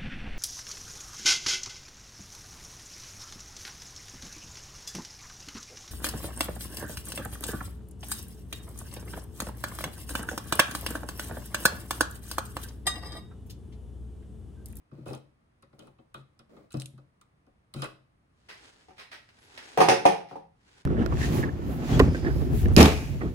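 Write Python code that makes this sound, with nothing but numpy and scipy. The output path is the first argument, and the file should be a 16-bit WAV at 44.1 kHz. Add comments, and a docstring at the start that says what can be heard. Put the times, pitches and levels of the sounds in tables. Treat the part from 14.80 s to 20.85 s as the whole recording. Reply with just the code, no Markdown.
"""Small ticks, scrapes and clinks: pliers work a copper wire onto the terminals of a light switch.
It hangs from a steel box under a ceiling panel, which thumps when the cable is tugged.
Then shoes and clothes scuff, something squeaks faintly, and across the bare room the tool is put down
on a hollow surface with a loud clatter. A stereo microphone hears the switch with little echo,
the shoes and the rattle with much more, all over the low rumble of a quiet house."""
import sys
import numpy as np
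from scipy import signal
from scipy.fft import rfft, irfft, next_fast_len
from scipy.io import wavfile
from scipy.ndimage import uniform_filter1d

SR = 44100
rng = np.random.default_rng(int(sys.argv[2]) if len(sys.argv) > 2 else 0)


def bounce(signal):
    """Save signal as a 16-bit WAV file at the path given by the first command-line argument."""
    frames = np.transpose(np.atleast_2d(signal))
    limited = np.clip(frames, -1, 1)
    pcm = np.round(limited * 32767).astype(np.int16)
    wavfile.write(sys.argv[1], SR, pcm)


N = 266893
SPAN = 32768   # samples given to one event
AGE = np.arange(SPAN) / SR   # seconds since the event began

# Levels in the tables are relative: each source adds its own gain.
# the pliers touch the switch: start_s, tick_db, clink_db, knock_db
TOUCHES = [(0.113, -74, -63, -52), (0.258, -52.5, -53, -35.5), (0.302, -49, -61, -31),
           (0.333, -41.5, -52.5, -40), (0.824, -57, -60.5, -52.5), (0.928, -75, -69, -51),
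           (0.992, -46.5, -59, -50), (1.071, -59, -62, -48.5), (1.185, -76, -67.5, -49.5),
           (1.343, -46, -42.5, -44.5), (1.592, -50.5, -61, -53), (1.765, -65, -62.5, -47),
           (1.94, -44.5, -50, -37), (2.178, -63.5, -62, -52), (2.413, -53, -61, -80),
           (2.666, -69, -74.5, -54.5), (2.939, -35, -51, -40.5), (3.020, -30.5, -37.5, -30.5),
           (3.042, -39, -42.5, -48)]
# the wire drags along the terminals: start_s, length_s, level_db, scratch_over_rub_db
DRAGS = [(0.129, 0.25, -54.5, -28), (0.262, 0.12, -41.5, -18.5), (0.984, 0.11, -52, -22.5),
         (1.346, 0.074, -55.5, -16.5), (1.691, 0.19, -53, -44), (1.905, 0.14, -58.5, 13),
         (2.956, 0.13, -44.5, -11.5), (3.031, 0.03, -41.5, -8)]
# modes of the switch frame: pitch_hz, level_db, t60_s
FRAME_MODES = [(1130, -5, .04), (1225, -2, .08), (1320, 0, .05), (1432, -1, .06), (2514, -11, .1),
               (2620, -12, .05), (3068, -16, .05), (3750, -19, .04), (4043, -18, .05)]
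# bright spectrum of copper on a screw: frequency_hz, level_db
WIRE_COLOUR = [(300, -45), (1500, 1.5), (2800, 10), (4000, 15), (5200, 16), (6500, 9), (8300, 12.5),
               (11000, 13.5), (16000, -4)]


def switch_clinks(tails, level_db=4.0, ring_db=-0.5, travel_s=0.00195):
    """Each touch travels from the wire to the hand-damped frame, which clinks briefly."""
    # spectrum of the frame's dense modes: frequency_hz, level_db
    clink_colour = [(200, -9), (800, -22.5), (1100, -0.5), (1330, -6), (1650, -18.5), (2100, -11),
                    (2550, -32.5), (3000, -17.5), (3900, -19), (5000, -25), (10000, -58)]
    out = np.zeros((2, N))
    for s, _, db, _ in TOUCHES:
        ring = from_db(ring_db) * struck(FRAME_MODES, vary_db=2.0, spread=.8, detune=.02)
        frame = dense_modes(clink_colour, t60=0.107, rise_s=0.0081) + ring
        add(out, s + travel_s, from_db(db + level_db) * in_room(frame, tails, wet_db=-10.0))
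    return out


def wire_ticks(tails, level_db=-6.0, catches_per_s=25, catch_spread_db=2.0):
    """The wire ticks when touched, when it snaps over a screw and when it catches during a drag."""
    # snaps over a screw head: start_s, level_db
    snaps = [(0.282, -46), (0.349, -43.5), (1.906, -52.5), (1.921, -44.5), (1.999, -34.5), (2.012, -41),
             (2.019, -33.5), (2.058, -34.5)]
    ticks = [(s, db) for s, db, _, _ in TOUCHES] + list(snaps)
    for s, length, db, scratch_db in DRAGS:
        waits = rng.uniform(.3, 1.7, 12) / catches_per_s
        levels = db + scratch_db + catch_spread_db * rng.standard_normal(12)
        ticks += [(s + age, level) for age, level in zip(np.cumsum(waits), levels) if age < length]
    crack_and_buzz = fade(.014) + from_db(-14) * fade(.08)
    out = np.zeros((2, N))
    for s, db in ticks:
        tick = noise(varied(WIRE_COLOUR, vary_db=5.5)) * crack_and_buzz
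        add(out, s, from_db(db + level_db) * in_room(tick, tails, wet_db=-14.0))
    return out


def wire_scrapes(tails, sing_db=7.5, held_t60_s=.08):
    """Copper drags over the screws in uneven slips; its bright scratch sets the held frame singing."""
    # spectrum of the dull rub: frequency_hz, level_db
    rub_colour = [(40, -40), (130, 10), (300, 11.5), (550, 11), (850, -3.5), (1300, -2.5), (1700, -12.5),
                  (2300, -11.5), (2550, -16), (2850, -19), (4000, -17), (8000, -28)]
    out = np.zeros((2, N))
    for s, length, db, scratch_db in DRAGS:
        stroke = (1 - fade(.015)) * np.sqrt(np.clip(1 - (AGE / length) ** 2, 0, 1))
        slips = grit(rough_db=3.0) * stroke
        scratch = noise(WIRE_COLOUR) * slips
        held_frame = struck(FRAME_MODES, vary_db=0.0, spread=0.91) * fade(held_t60_s)
        singing = signal.fftconvolve(scratch, held_frame, axes=1)[:, :SPAN]
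        metal = unit_crest(scratch) + from_db(sing_db) * unit_crest(singing)
        scrape = unit_crest(noise(rub_colour) * slips) + from_db(scratch_db) * metal
        add(out, s, from_db(db) * in_room(scrape, tails, wet_db=-8.5))
    return out


def cable_jolts(travel_s=0.00604, spring_back_s=.027, usual_tug_db=-29, hardening=0.81):
    """Touches, tugs and the cable's soft spring back jolt the panel: start_s, level_db, hardness_db."""
    # the hand tugs the cable: start_s, level_db
    tugs = [(0.123, -34.5), (0.183, -32.5), (0.266, -29), (1.373, -45.5), (1.942, -22.5), (2.031, -42),
            (2.136, -40.5), (2.959, -27)]
    jolts = [(s + travel_s, db + 1.5, -1.5) for s, _, _, db in TOUCHES]
    for s, db in tugs:
        jolts.append((s, db, -14 + hardening * (db - usual_tug_db)))   # a stronger tug is harder
        jolts.append((s + spring_back_s, db - 2.5, -54))
    return jolts


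def ceiling_panel(tails, boom_db=-8.0, knock_db=-9.5, ring_db=4.0, softness=0.61):
    """Overhead, the panel booms and knocks at each jolt; a soft one moves mainly a single low mode."""
    # the panel's low and middle modes: pitch_hz, level_db, t60_s
    boom_modes = [(85, -22, .2), (135, 0, .22), (178, -6, .1), (228, 1, .14), (305, -1, .18),
                  (362, -4, .15)]
    knock_modes = [(410, -5, .08), (503, -1, .13), (565, 0, .16), (640, -6, .06), (754, -6, .1),
                   (860, -10, .08)]
    # spectrum of its dense modes: frequency_hz, level_db
    knock_colour = [(100, -16), (220, -3), (380, -7), (560, -5.5), (800, -11), (1100, -29), (2500, -41)]
    main_hz = boom_modes[1][0]
    out = np.zeros((2, N))
    for s, db, hardness_db in cable_jolts():
        modes = favoured(boom_modes, main_hz, slope_db=-softness * hardness_db)
        boom = in_room(struck(modes, vary_db=1.5, spread=.1), tails, wet_db=-14.0)
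        wood = dense_modes(knock_colour, t60=0.17, rise_s=0.089)
        ring = from_db(ring_db) * struck(knock_modes, vary_db=1, spread=0.68)
        knock = in_room(wood + ring, tails, wet_db=-9.0)
        add(out, s, from_db(db + boom_db) * boom + from_db(db + hardness_db + knock_db) * knock)
    return out * pan(left_db=1.6)


def tool_blows(other_end_db=-2.5):
    """Each landing is two blows, one per end of the tool: start_s, level_db, rattle_db, pitch_hz."""
    # the tool lands: start_s, level_db, rattle_db, pitch_hz, other_end_after_s
    landings = [(4.084, -51, -63, 850, .02), (4.974, -17, -31.5, 780, .01), (5.003, -10.5, -25, 970, .011),
                (5.085, -13.5, -20, 794, .01), (5.119, -18, -36.5, 450, .008),
                (5.253, -8.5, -27, 734, .005), (5.511, -40.5, -66, 895, .015),
                (5.555, -35.5, -62, 870, .003)]
    for s, db, rattle_db, pitch_hz, gap_s in landings:
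        yield s, db, rattle_db, pitch_hz
        yield s + gap_s, db + other_end_db, rattle_db + other_end_db, pitch_hz


def tool_clatter(tails, body_db=-0.5, ring_db=-3.0, usual_blow_db=-14.5, usual_thud_db=-30.5):
    """Across the room the tool lands, tips and settles: the surface rings and thuds, the jaws rattle."""
    # the hollow surface's low and middle modes: pitch_hz, level_db, t60_s
    thud_modes = [(125, -4.5, 0.14), (166, -6, 0.31), (173, 3.5, .1), (200.7, -8.5, 0.32), (232, 12, 0.028),
                  (298, 6, 0.087)]
    ring_modes = [(371, -3, .18), (449, -2, .18), (549, -5, .22), (732, -3, .2), (800, -3, .15),
                  (871, -4, .18), (955, -5, .12), (1225, -11, .13)]
    # spectra of the surface's knock and of the steel jaws: frequency_hz, level_db
    knock_colour = [(30, -66.5), (100, -32), (280, -7.5), (450, 2.5), (620, -11.5), (760, 7.5),
                    (930, -12.5), (1100, -8), (1350, -14.5), (1700, -19.5), (5000, -47)]
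    jaw_colour = [(30, -56), (500, -5.5), (1100, 1), (1450, 3.5), (1850, 7.5), (2500, 5.5), (3300, -1),
                  (4300, -4), (5400, -3), (6300, -3.5), (7200, -20), (9000, -10), (11000, -15.5),
                  (16000, -25)]
    out = np.zeros((2, N))
    for s, db, rattle_db, pitch_hz in tool_blows():
        knock = dense_modes(favoured(knock_colour, pitch_hz, slope_db=12.0), t60=.05, rise_s=.006)
        ring = struck(favoured(ring_modes, pitch_hz, slope_db=4.0), vary_db=1.5, spread=.9, detune=.002)
        body = in_room(knock + from_db(ring_db) * ring, tails, wet_db=-6.5, lag_ms=0.25)
        thud = struck(thud_modes, vary_db=1.5, spread=.2) * (1 - fade(.03)) ** 3 * pan(left_db=1.7)
        thud_db = usual_thud_db + 0.78 * (db - usual_blow_db)   # the thud follows the force
        rattle = dense_modes(jaw_colour, t60=.08, rise_s=.007, vary_db=1.5) * grit(rough_db=3.0)
        add(out, s, from_db(db + body_db) * body)
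        add(out, s, from_db(thud_db) * in_room(thud, tails, wet_db=-13.5))
        add(out, s, from_db(rattle_db) * in_room(rattle, tails, wet_db=0.0) * pan(left_db=-1.1))
    return out


def shoe_scuffs(tails, level_db=4.5, tilt_db_per_octave=1.2, sole_t60_s=.13, heel_t60_s=.1):
    """The heel taps and the sole rubs the floor: a gritty hiss that swells, holds and dies away."""
    # the shoes meet the floor: start_s, sole_db, rise_s, hold_s, heel_db
    steps = [(3.686, -48.5, 0.004, 0.021, -61), (4.166, -48.5, 0.023, .02, -70),
             (4.312, -47, 0.0051, .015, -66), (4.489, -71.5, 0.0023, .003, -60),
             (4.7763, -52.5, 0.0059, 0.0085, -43.5), (5.469, -60.5, 0.027, .01, -70)]
    # spectrum of shoe on floor, before the tilt: frequency_hz, level_db
    shoe_colour = [(50, -28), (170, -13), (400, -1.5), (900, -3.5), (1300, -2), (1950, 1), (3000, -5.5),
                   (5500, -11), (7200, -26), (9000, -24), (11000, -25.5), (16000, -34)]
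    colour = [(hz, db + tilt_db_per_octave * np.log2(hz)) for hz, db in shoe_colour]
    out = np.zeros((2, N))
    for s, sole_db, rise, hold, heel_db in steps:
        release = np.interp(AGE - rise - hold, AGE, fade(sole_t60_s))
        stroke = np.minimum(AGE / rise, 1) * release
        rub = noise(colour) * grit(rough_db=4.5) * stroke
        add(out, s, from_db(sole_db + level_db) * in_room(rub, tails, wet_db=0.5))
        tap = noise(colour) * fade(heel_t60_s)
        add(out, s, from_db(heel_db + level_db) * in_room(tap, tails, wet_db=-8.5))
    return out * pan(left_db=-0.5)


def clothes(level_db=3.5, ease_s=0.044):
    """Cloth slides on cloth: a fine hiss that follows each movement and catches on the folds."""
    # one loudness curve per movement: time_s, level_db
    movements = [
        [(3.6, -77), (3.71, -73), (3.84, -58), (4.182, -77.5), (4.37, -80.5), (4.618, -64.5), (4.836, -55),
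         (4.97, -55.5)],
        [(5.78, -82.5), (5.876, -67.5), (6.01, -64), (6.04, -74.5)],
    ]
    # spectrum of the rustle: frequency_hz, level_db
    cloth_colour = [(150, -35.5), (250, -0.5), (414, -0.5), (640, -7), (788, -1.5), (1200, -7), (1530, -1),
                    (2200, -5.5), (2760, -5.5), (4990, -9), (10900, -22.5), (12500, -50.5), (14200, -27),
                    (16000, -37)]
    t, level = np.arange(N) / SR, np.zeros(N)
    for curve in movements:
        s, db = np.transpose(curve)
        outside_s = np.abs(t - np.clip(t, s[0], s[-1]))
        level += from_db(level_db + np.interp(t, s, db)) * np.exp(-outside_s / ease_s)
    folds = grit(rough_db=1.5, size=N, grip_samples=700) * grit(rough_db=2.5, size=N)
    return level * folds * noise(cloth_colour, size=next_fast_len(N))[:, :N]


def squeak(start_s=4.57, length_s=.14, level_db=-75.0, partials_hz=(10000, 11000), arch_hz=300):
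    """Something rubs and squeaks thinly: two rough partials swell and sink in pitch and level."""
    arch = np.sin(np.pi * np.minimum(AGE / length_s, 1))
    jitter_hz = 130 * np.log(grit(rough_db=9.0))
    bend_hz = arch_hz * arch + jitter_hz
    tone = sum(np.sin(2 * np.pi * np.cumsum(hz + bend_hz) / SR) for hz in partials_hz)
    out = np.zeros((2, N))
    add(out, start_s, from_db(level_db) * arch * np.array([tone, tone]))
    return out


def room_tone(level_db=-67.3):
    """The steady low rumble of a quiet house."""
    # spectrum of the rumble: frequency_hz, level_db
    rumble_colour = [(20, -9), (70, 0), (130, -2), (290, -10), (430, -15), (950, -18), (1200, -16),
                     (1500, -22), (2000, -22), (3000, -30), (6000, -38), (7300, -43), (9500, -38),
                     (16000, -52)]
    return from_db(level_db) * noise(rumble_colour, size=next_fast_len(N))[:, :N]


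def room_tails(count):
    """Spectra of the diffuse echoes from several spots in the room; each octave dies at its own rate."""
    # the bare room's decay: frequency_hz, t60_s
    decay = [(150, 0.47), (700, 0.34), (2500, 0.37), (6000, 0.35), (12000, 0.26)]
    hz = np.fft.rfftfreq(SPAN, 1 / SR)
    octave = np.round(np.log2(np.clip(hz, 128, 16000)))
    build_up = np.clip((AGE - .002) / .004, 0, 1)
    tails = []
    for _ in range(count):
        white = rfft(noise([(1, 0), (SR, 0)]))
        bands = [irfft(white * (octave == k)) * fade(at_hz(decay, 2 ** k)) for k in np.unique(octave)]
        tail = build_up * sum(bands)
        tails.append(rfft(tail / np.sqrt(np.sum(tail ** 2) / 2), 2 * SPAN))
    return tails


def in_room(x, tails, wet_db, lag_ms=0):
    """Direct sound, lag_ms later on the right, plus the echoes of a random spot; loudest moment 1."""
    hz = np.fft.rfftfreq(2 * SPAN, 1 / SR)
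    direct = np.exp(-2j * np.pi * hz * np.array([[0], [lag_ms]]) / 1000)
    path = direct + from_db(wet_db) * tails[rng.integers(len(tails))]
    return unit_crest(irfft(rfft(x, 2 * SPAN) * path)[:, :SPAN])


def struck(modes, vary_db, spread, detune=0.019):
    """One blow: each mode varies in strength, detunes with the grip and has its own phase per channel."""
    out = np.zeros((2, SPAN))
    for hz, db, t60 in modes:
        strength, turn, delay, shift = rng.standard_normal(4)
        angle = 2 * np.pi * hz * (1 + detune * shift) * AGE
        phase = np.pi * delay + spread * turn * np.array([[1], [-1]])
        envelope = fade(t60) * (1 - fade(4 / hz))
        out += from_db(db + vary_db * strength) * np.sin(angle + phase) * envelope
    return unit_crest(out)


def dense_modes(colour, t60, rise_s, vary_db=5.5):
    """Modes too many to tell apart: a coloured burst that builds up and dies."""
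    return unit_crest(noise(varied(colour, vary_db)) * fade(t60) * (1 - fade(rise_s)))


def varied(colour, vary_db):
    """Each touch falls on another spot, so its colour differs a little."""
    return [(hz, db + vary_db * rng.standard_normal()) for hz, db in colour]


def favoured(table, pitch_hz, slope_db):
    """A blow brings out resonances near one pitch; those an octave or more away lose slope_db."""
    return [(hz, db - slope_db * min(abs(np.log2(hz / pitch_hz)), 1), *rest) for hz, db, *rest in table]


def grit(rough_db, size=SPAN, grip_samples=48):
    """Stick and slip: a gain that wanders to a new random value every grip_samples."""
    knots = np.arange(size // grip_samples + 1) * grip_samples
    return from_db(rough_db * np.interp(np.arange(size), knots, rng.standard_normal(len(knots))))


def noise(colour, size=SPAN):
    """Coloured noise with the stereo width of the room; rms 1."""
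    # likeness of left and right at the microphone: frequency_hz, correlation
    likeness = [(130, .97), (210, .75), (350, .15), (1200, -.3), (5500, -.25), (7300, .85), (9000, .95),
                (11500, -.4), (15000, .1)]
    hz = np.fft.rfftfreq(size, 1 / SR)
    alike = at_hz(likeness, hz)
    mid, side = rfft(rng.standard_normal((2, size))) * from_db(at_hz(colour, hz))
    x = irfft(np.sqrt(1 + alike) * mid + np.sqrt(1 - alike) * side * [[1], [-1]], size)
    return x / x.std()


def fade(t60):
    """Envelope that loses 60 dB in t60 seconds."""
    return np.exp(-np.log(1000) * np.minimum(AGE / t60, 10))


def unit_crest(x):
    """Scale so that the loudest 6 ms have rms 1."""
    return x / np.sqrt(uniform_filter1d(np.mean(x ** 2, axis=0), size=264).max())


def at_hz(points, hz):
    """Read a table on a log-frequency axis."""
    points = np.array(points)
    return np.interp(np.log(np.maximum(hz, 1)), np.log(points[:, 0]), points[:, 1])


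def from_db(db):
    """Decibels to gain."""
    return 10 ** (np.asarray(db) / 20)


def pan(left_db):
    """Gains that raise the left channel by left_db and lower the right as much."""
    return from_db([[left_db], [-left_db]])


def add(out, s, sound):
    """Mix a sound in at s seconds."""
    start = round(s * SR)
    out[:, start:start + SPAN] += sound[:, :N - start]


def scene():
    """The work at the switch and the movements after it, all in one bare room."""
    tails = room_tails(count=8)
    background = room_tone()
    movement = clothes() + shoe_scuffs(tails) + tool_clatter(tails)
    wiring = ceiling_panel(tails) + wire_scrapes(tails) + switch_clinks(tails) + wire_ticks(tails)
    return wiring + movement + squeak() + background


def record(dry):
    """The microphone loses the deepest bass and has a notch in the high treble; the top is cut."""
    # the microphone's response: frequency_hz, gain_db
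    response = [(20, -8), (55, 0), (11400, 0), (12300, -14), (12900, -20), (13700, -2), (14800, 1)]
    size = next_fast_len(N + SPAN)
    gain = from_db(at_hz(response, np.fft.rfftfreq(size, 1 / SR)))
    heard = irfft(rfft(dry, size) * gain, size)[:, :N]
    top_cut = signal.ellip(10, .2, 80, 16100, fs=SR, output="sos")
    return signal.sosfilt(top_cut, heard)


dry = scene()
out = record(dry)
bounce(out)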